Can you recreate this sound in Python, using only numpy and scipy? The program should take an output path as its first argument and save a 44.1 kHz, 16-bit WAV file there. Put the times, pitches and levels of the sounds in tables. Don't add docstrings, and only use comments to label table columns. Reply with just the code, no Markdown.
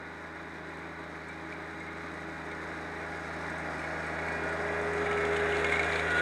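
import sys
import numpy as np
from scipy import signal
from scipy.fft import rfft, irfft, next_fast_len
from scipy.io import wavfile
from scipy.ndimage import map_coordinates

SR = 44100
rng = np.random.default_rng(int(sys.argv[2]) if len(sys.argv) > 2 else 0)


def generate_wav(sig):
    pcm = np.round(np.clip(np.atleast_2d(sig).T, -1, 1) * 32767).astype(np.int16)
    wavfile.write(sys.argv[1], SR, pcm)


N = 273861


def amp(db):
    return np.exp(np.asarray(db) * (np.log(10) / 20))


def unit(x):
    return x / np.sqrt(np.mean(x ** 2) + 1e-20)


def along(points, hz):
    freqs, values = np.transpose(points)
    return np.interp(np.log(hz + 1), np.log(freqs + 1), values)


def wobble(rate, size=4096):
    span = N * rate / SR
    coarse = map_coordinates(rng.standard_normal(int(span) + 4), [np.linspace(0, span, size)])
    return np.interp(np.arange(N), np.linspace(0, N, size), coarse)


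def chances(per_s, size=160):
    draws = rng.uniform(-1, 1, (size, 3))
    starts = np.cumsum(1 + draws[:, 0]) / per_s * SR
    return [(int(start), a, b) for start, (_, a, b) in zip(starts, draws) if start < N]


def filtered(x, response):
    size = next_fast_len(len(x) + 8192)
    return irfft(rfft(x, size) * response(np.fft.rfftfreq(size, 1 / SR)), size)[:len(x)]


def coloured(x, spectrum):
    return unit(filtered(x, lambda hz: amp(along(spectrum, hz))))


def tone(turns, fade_db, fade_rate, blur):
    phase = 2 * np.pi * (turns + rng.random()) + blur * wobble(24)
    return unit(amp(fade_db * wobble(fade_rate)) * np.sin(phase))


def fuzzy(hz, width_hz):
    phase = 2 * np.pi * np.cumsum(hz * np.ones(N)) / SR
    return unit(wobble(width_hz) * np.cos(phase) + wobble(width_hz) * np.sin(phase))


def drive_past(speed_m_per_s=1.507, closest_m=2.64, closest_at_s=5.814):
    track_m = speed_m_per_s * (np.arange(N) / SR - closest_at_s)
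    far_db = -20 * np.log10(np.hypot(track_m / closest_m, 1))
    view = np.degrees(np.arctan(track_m / closest_m))
    return far_db, view


def beam(view, aim_deg, width_deg):
    return np.exp(-((view - aim_deg) / width_deg) ** 2 / 2)


def in_view(view, edge_deg, width_deg):
    return (1 + np.tanh((view - edge_deg) / width_deg)) / 2


# frequency in Hz, seconds to fade by 60 dB.
ECHO_FADE = [(100, 0.31), (1500, 0.3), (10000, 0.14)]

def woods(x):
    hz, t, noise = signal.stft(rng.standard_normal(SR // 2), SR, nperseg=256)
    fade = amp(-60 * t / along(ECHO_FADE, hz)[:, None])
    tail = signal.istft(noise * fade, SR, nperseg=256)[1]
    return signal.fftconvolve(x, tail / np.linalg.norm(tail))[:N]


# frequency in Hz, level in dB.
TICK_COLOUR = [(2500, -26), (3800, 8.5), (5200, -4), (6200, 0), (6700, 3.5), (7300, -2), (8200, 2),
               (9400, -12), (10400, -11), (12000, -22), (15500, -33)]

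def gritty(x):
    return coloured(x, TICK_COLOUR)


# frequency in Hz, level in dB.
LEAF_COLOUR = [(2500, -34), (4000, -3), (5200, 2.5), (6200, -1), (6700, 1), (7250, -8), (8200, 0),
               (8800, -6.5), (9400, -17), (10300, -6), (11100, -13), (12000, -26), (15500, -32)]

def leaves(far_db, view, cracks_per_s=140, tyre_db=2.0):
    rustle = coloured(rng.standard_normal(N), LEAF_COLOUR) * amp(1.37 * wobble(50) + 1.3 * wobble(250))
    cracks = rng.random(N) < cracks_per_s / SR * amp(5 * wobble(25))
    sizes = rng.choice([-1, 1], N) * amp(-2.5 * np.minimum(rng.exponential(size=N), 4))
    level_db = -59.5 + far_db + tyre_db * beam(view, aim_deg=-49, width_deg=12)
    return amp(level_db) * (rustle + amp(-7.5) * gritty(cracks * sizes))


# start in seconds, relative level in dB.
THICK_TWIGS = [(.688, -59), (.7713, -56), (1.2836, -49), (1.8005, -54), (1.9761, -58), (2.1392, -55),
               (3.4647, -53), (3.4991, -48), (3.5804, -47), (3.7421, -54), (3.7795, -50), (3.793, -52),
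               (4.0658, -49), (4.2822, -48), (4.4365, -51), (4.4899, -49), (4.5268, -49), (4.8141, -48),
               (4.9328, -46), (5.3675, -44), (5.7179, -42)]
# frequency in Hz, level in dB.
TWIG_COLOUR = [(4000, -25), (6700, 0), (7300, -12), (7800, 5), (8250, 4), (8700, -3), (9400, -17),
               (10400, -11), (12000, -22), (15500, -30)]

def twigs(far_db, thin_per_s=4, fade_s=0.048, rise_s=0.0004):
    bursts, t = np.zeros(N + SR), np.arange(SR // 10) / SR
    thin = [(i / SR, -54 + far_db[i] + 2.5 * force) for i, force, _ in chances(thin_per_s)]
    for start_s, db in THICK_TWIGS + thin:
        bursts[int(start_s * SR):][:len(t)] += amp(db - 5.5 - 60 * t / fade_s) * (1 - np.exp(-t / rise_s))
    return bursts[:N] * coloured(rng.standard_normal(N), TWIG_COLOUR)


# frequency in Hz, level in dB.
DIRT_COLOUR = [(2000, -21), (2700, 6), (3100, -2.5), (3400, 7), (3900, 3), (4600, -17), (6200, -16),
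               (6700, -6), (7400, -13), (8600, -10), (9500, -17.5), (11000, -22), (12500, -35)]

def scraping(far_db, rake_clear, hidden_db=30):
    jerks_db = 2 * wobble(60) + 2.1 * wobble(300)
    level_db = -44.5 + far_db - hidden_db * (1 - rake_clear) + jerks_db
    return amp(level_db) * coloured(rng.standard_normal(N), DIRT_COLOUR)


# start in seconds, relative level in dB, pitch in Hz.
HARD_STRIKES = [(1.292, -39.5, 2330), (1.5214, -36, 2320), (1.8018, -37, 2130), (1.8632, -33.5, 2147),
                (2.5132, -34, 2140), (3.7913, -34, 2350), (3.838, -35, 2225), (4.028, -32, 2260),
                (4.0746, -33.5, 2290), (4.1859, -34.5, 2220), (4.222, -35.5, 2210), (4.2812, -31, 2250),
                (4.9322, -33, 2090), (5.0589, -28.5, 2240), (5.1088, -24, 2200), (5.1696, -26, 2200),
                (5.2071, -25.5, 2200), (5.2484, -35, 2140), (5.3244, -31, 2120), (5.3654, -33, 2130),
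                (5.5253, -28, 2156), (5.5644, -31, 2210), (5.6422, -24, 2183), (5.693, -24.5, 2200),
                (5.7225, -19.5, 2160), (5.7553, -27, 2223), (5.768, -28.5, 2180), (5.7915, -21.5, 2200),
                (5.8316, -26, 2200), (5.9189, -28, 2280), (5.9589, -28, 2280), (5.9918, -25, 2250),
                (6.103, -31, 2330), (6.1794, -28, 2240)]
# multiple of its pitch, width in Hz, level in dB, seconds to fade by 60 dB.
TINE_RING = [(0.861, 200, -3, 0.07), (1.001, 80.5, 2, 0.13), (1.08, 180, -2, 0.059),
             (1.26, 398, -12, 0.042), (1.72, 300, -14, 0.052)]

def rake(far_db, rake_clear, light_per_s=10, tine_hz=2200, rise_s=0.0019):
    out, t = np.zeros(N + SR), np.arange(SR // 6) / SR
    grit = gritty(rng.standard_normal(N + SR))
    light_db = -43.5 + far_db + 5.5 * rake_clear
    light_strikes = [(i / SR, light_db[i] + 4 * force, tine_hz + 77 * detune)
                     for i, force, detune in chances(light_per_s)]
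    for start_s, db, pitch_hz in HARD_STRIKES + light_strikes:
        ring, start = 0, int(start_s * SR)
        for multiple, width_hz, ring_db, fade_s in TINE_RING:
            spread, phase = rng.uniform(-1, 1, (2, 4, 1))
            spring_hz = pitch_hz * multiple + width_hz * spread / 2
            springs = np.sin(2 * np.pi * spring_hz * t + np.pi * phase).sum(axis=0)
            ring = ring + amp(ring_db - 60 * t / fade_s) * unit(springs)
        tick = grit[start:][:len(t)] * amp(-14 - 60 * t / 0.045)
        out[start:][:len(t)] += amp(db - 8) * (amp(-1) * ring + tick) * (1 - np.exp(-t / rise_s))
    return out[:N]


# start in seconds, relative level in dB, pitch in Hz, tick level in dB against the clank.
HITCH_KNOCKS = [(1.523, -46, 3900, -10), (2.514, -46, 3820, -6), (3.465, -46, 3900, -6),
                (4.283, -50, 3700, -4), (4.979, -42, 3300, -6), (5.128, -33, 2700, -13),
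                (5.251, -35, 2750, -5), (5.333, -34, 2650, -9), (5.364, -29, 2650, -11),
                (5.523, -30, 2730, -13), (5.557, -33, 3000, -10), (5.568, -38, 4000, 0),
                (5.6447, -27.5, 2850, -7.5), (5.718, -45, 3760, -1), (5.725, -36.5, 2600, -13),
                (5.757, -37, 3800, -11), (5.795, -36, 3600, -6), (5.830, -33.5, 3500, -7),
                (5.922, -35, 3900, -9), (5.932, -39, 2700, -12), (5.957, -31.5, 3820, -8),
                (5.995, -32.5, 3650, -10), (6.106, -34.5, 3900, -8), (6.181, -32.5, 3300, -15)]

def hitch(width_hz=1250, rise_s=0.0005, fade_s=0.028, bounce_db=-14):
    def contact(age):
        return (1 - np.exp(-age / rise_s)) * amp(-60 * age / fade_s)

    out, t = np.zeros(N + SR), np.arange(SR // 10) / SR
    for start_s, db, pitch_hz, tick_db in HITCH_KNOCKS:
        bounce_s = rng.uniform(0.004, 0.012)
        envelope = np.hypot(contact(t), amp(bounce_db) * contact(np.maximum(t - bounce_s, 0)))
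        noise = rng.standard_normal(len(t))
        steel = unit(filtered(noise, lambda hz: 1 / (1 + (2 * (hz - pitch_hz) / width_hz) ** 4)))
        tick = amp(tick_db) * gritty(rng.standard_normal(len(t)))
        out[int(start_s * SR):][:len(t)] += amp(db - 3) * envelope * (steel + tick)
    return out[:N]


def hood(far_db, view, grille_db=11):
    level_db = -63.5 + far_db + grille_db * beam(view, aim_deg=-25, width_deg=13.4)
    return amp(level_db) * fuzzy(hz=238, width_hz=45)


def axle(far_db, view, turns_per_s=2.62, peak_s=3.56):
    turns = turns_per_s * (np.arange(N) / SR - peak_s)
    showing = in_view(view, edge_deg=-58, width_deg=4)
    swell_db = 5.5 * showing * np.cos(2 * np.pi * turns)
    return amp(-49 + far_db + swell_db - 3.3 * (1 - showing)) * fuzzy(hz=1647, width_hz=60)


# vibrations per engine cycle, level in dB, aim of its beam in degrees, boost in the beam in dB.
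GEAR_TONES = [(21.94, -54.5, -32, 11.5), (23.07, -55.5, -69, 5.5), (26.86, -58, 6, 10),
              (35.85, -58.5, -16, 8), (46.33, -57, -65, 6.5), (48.85, -57, -20, 17.5),
              (52.96, -52.5, -48, 2), (58, -58.5, -5, 11), (61.8, -57, -45, 5), (63.1, -52.5, -77, 2.5),
              (82.9, -65, -42, 15)]

def gears(cycle, far_db, view):
    out = 0
    for multiple, db, aim_deg, boost_db in GEAR_TONES:
        whine = tone(multiple * cycle, fade_db=2.0, fade_rate=18, blur=0.0075 * multiple)
        out = out + amp(db + boost_db * beam(view, aim_deg, width_deg=3.7)) * whine
    return amp(far_db) * out


# multiple of the piston rate, relative level in dB.
PUMP_TONES = [(3, -2.3), (4, -2), (5, -12.5), (6, -28), (7, -22), (8, -26.5), (9, -26.5), (10, -23.5),
              (11, -34)]
# multiple of the piston rate, aim in degrees, width in degrees, boost in dB.
PUMP_TONE_BEAMS = [(3, -74, 1.1, 8), (3, -62, 1.3, 3), (3, -48, 2.1, 6.5), (3, -37, 1.7, 5.5),
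                   (3, 11.5, 3.3, 20), (4, -29.5, 4.4, 7), (4, 8, 3.5, 11), (5, -38.5, 2.3, 7.5),
                   (5, -30.5, 1.2, 8), (5, 4, 19, 12), (9, -69, .5, 11), (9, -55.1, 0.71, 15),
                   (9, -46, 2.3, 9.5), (9, -40, 2.5, 6), (10, -56.5, .7, 5), (10, -50.5, 1.3, 7),
                   (11, -54, 1.2, 14.5), (11, -49, 2.3, 17)]

def hydraulics(cycle, far_db, view, gap_db=4):
    strokes, out = cycle * 18, 0
    for multiple, db in PUMP_TONES:
        beams_db = sum(boost_db * beam(view, aim, width)
                       for owner, aim, width, boost_db in PUMP_TONE_BEAMS if owner == multiple)
        whine = tone(multiple * strokes, fade_db=2.0, fade_rate=14, blur=0.084 * multiple)
        out = out + amp(db + beams_db) * whine
    return amp(-47.5 + far_db + gap_db * beam(view, aim_deg=-38.5, width_deg=3.4)) * out


# view in degrees, pitch in Hz, close-up level in dB.
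HOWL_BY_VIEW = [(-70, 630, -59), (-60.5, 630, -52), (-42, 626, -44.5), (-32, 645, -41.5), (-23.5, 656, -49),
                (-14, 672, -46), (6.5, 708, -44.5)]

def howl(far_db, view, waver_hz=8.1):
    degrees, hz, db = np.transpose(HOWL_BY_VIEW)
    pitch_hz = np.interp(view, degrees, hz)
    turns = np.cumsum(pitch_hz + waver_hz * wobble(22)) / SR
    core = amp(-1) * tone(turns, fade_db=1.0, fade_rate=12, blur=0.3)
    breath = fuzzy(pitch_hz, width_hz=55)
    return amp(np.interp(view, degrees, db) + far_db) * unit(core + breath)


# frequency in Hz, level in dB.
AIR_COLOUR = [(60, -34.5), (220, -12), (400, -11.5), (540, -8), (635, 3), (740, 1.5), (900, -3), (1500, -9),
              (5000, -59)]

def fan(cycle, far_db, view, blades_per_cycle=15.345):
    hum_db = -45.5 + far_db + 13 * beam(view, aim_deg=-17, width_deg=15.5)
    hum_db -= 12 * beam(view, aim_deg=-48, width_deg=3.8)
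    hum_db -= 5 * in_view(view, edge_deg=8.5, width_deg=5.4)
    rush_db = -44.5 + far_db - 14 * (1 - in_view(view, edge_deg=-62.5, width_deg=2.9))
    rush_db += 4 * beam(view, aim_deg=-28, width_deg=22)
    blades = cycle * blades_per_cycle
    hum = amp(hum_db) * tone(blades, fade_db=0.94, fade_rate=19, blur=0.06)
    octave = amp(0.28 * rush_db - 38) * tone(2 * blades, fade_db=1.4, fade_rate=9, blur=0.15)
    rush = amp(rush_db) * coloured(rng.standard_normal(N), AIR_COLOUR)
    return hum + octave + rush


# time in seconds, firings per second.
FIRING_RATE = [(0, 80.7), (.7, 80.98), (1.05, 80.8), (1.25, 80.38), (1.62, 80.85), (1.87, 80.4),
               (2.05, 80.9), (2.55, 80.5), (3, 80.8), (3.26, 80.08), (3.45, 80.55), (3.8, 80.27),
               (4.33, 80.65), (4.58, 80.3), (4.82, 80.92), (5.25, 80.53), (5.48, 80.65), (5.73, 80.2),
               (6.21, 80.5)]

def engine_cycles(cylinders=3):
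    times_s, rates = np.transpose(FIRING_RATE)
    firings_per_s = np.interp(np.arange(N) / SR, times_s, rates)
    return np.cumsum(firings_per_s) / SR / cylinders


def knocking(cycle, tap_db=2.6, repeat_share=0.1, tap_count=7):
    size = int(N / cycle[-1])
    pattern = map_coordinates(rng.standard_normal(size), [(cycle % 1) * size], mode='grid-wrap')
    rattle = np.sqrt(repeat_share) * pattern + np.sqrt(1 - repeat_share) * rng.standard_normal(N)
    since_firing = (3 * cycle) % 1
    position = np.linspace(0, 1, 256)
    since_tap = (position - rng.random((tap_count, 1))) % 1
    taps = np.exp(-since_tap / 0.02).max(axis=0)
    return rattle * amp(tap_db * np.interp(cycle % 1, position, taps) - 1.6 * since_firing)


# frequency in Hz, level in dB.
FRONT_COLOUR = [(30, -21.5), (130, -11), (205, -2.5), (300, 3.5), (480, -5.5), (620, -2), (800, -2.5),
                (1100, -1.5), (1400, -0.8), (1700, 0), (2050, -3), (2400, -7.5), (2650, -18), (3150, -21.5),
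                (3800, -12), (4500, -26), (9000, -45)]
SIDE_COLOUR = [(30, -17), (130, -18), (220, -25), (320, -2), (480, 4.5), (700, -3.5), (950, -8),
               (1400, 1.8), (1680, 4), (2050, 0), (2400, -7.5), (2650, -13), (3100, -26), (3700, -32),
               (4500, -45), (9000, -63)]

def engine_block(cycle, far_db, view, side):
    blows = knocking(cycle)
    clatter = (1 - side) * coloured(blows, FRONT_COLOUR) + side * coloured(blows, SIDE_COLOUR)
    level_db = -37.5 + 0.74 * far_db + 4.5 * beam(view, aim_deg=3.7, width_deg=26)
    return amp(level_db + 0.55 * wobble(18)) * clatter


# vibrations per engine cycle, relative level in dB from ahead and from the side.
EXHAUST_TONES = [(2, -23, -22), (2.994, -1, 1.5), (4, -19, -20), (6, 2, -0.5), (7, -4.5, -13),
                 (8.95, -13.5, -6.5), (9.96, -4.5, -7), (11, -9, -19), (11.995, 2.5, -6.5),
                 (13.94, -9, -4.5), (21.73, -22, -8)]

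def exhaust(cycle, far_db, side):
    out = 0
    for multiple, ahead_db, side_db in EXHAUST_TONES:
        drone = tone(multiple * cycle, fade_db=0.12 * multiple, fade_rate=2.57, blur=0.0071 * multiple)
        out = out + amp(ahead_db + side * (side_db - ahead_db)) * drone
    return amp(-46.5 + far_db) * out


def scene():
    cycle = engine_cycles()
    far_db, view = drive_past()
    side = 0.93 * in_view(view, edge_deg=-45, width_deg=31)
    rake_clear = in_view(view, edge_deg=-37.5, width_deg=33)
    drone = exhaust(cycle, far_db, side) + fan(cycle, far_db, view)
    whine = hydraulics(cycle, far_db, view) + gears(cycle, far_db, view)
    ground = scraping(far_db, rake_clear) + leaves(far_db, view) + twigs(far_db)
    rough_tones = howl(far_db, view) + axle(far_db, view) + hood(far_db, view)
    rattle = engine_block(cycle, far_db, view, side) + ground + rake(far_db, rake_clear) + hitch()
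    return (drone + whine + rough_tones + rattle + amp(-13.5) * woods(rattle))[None]


def record(dry, top_hz=15700):
    return filtered(dry[0], lambda hz: hz < top_hz)[None]


dry = scene()
out = record(dry)
generate_wav(out)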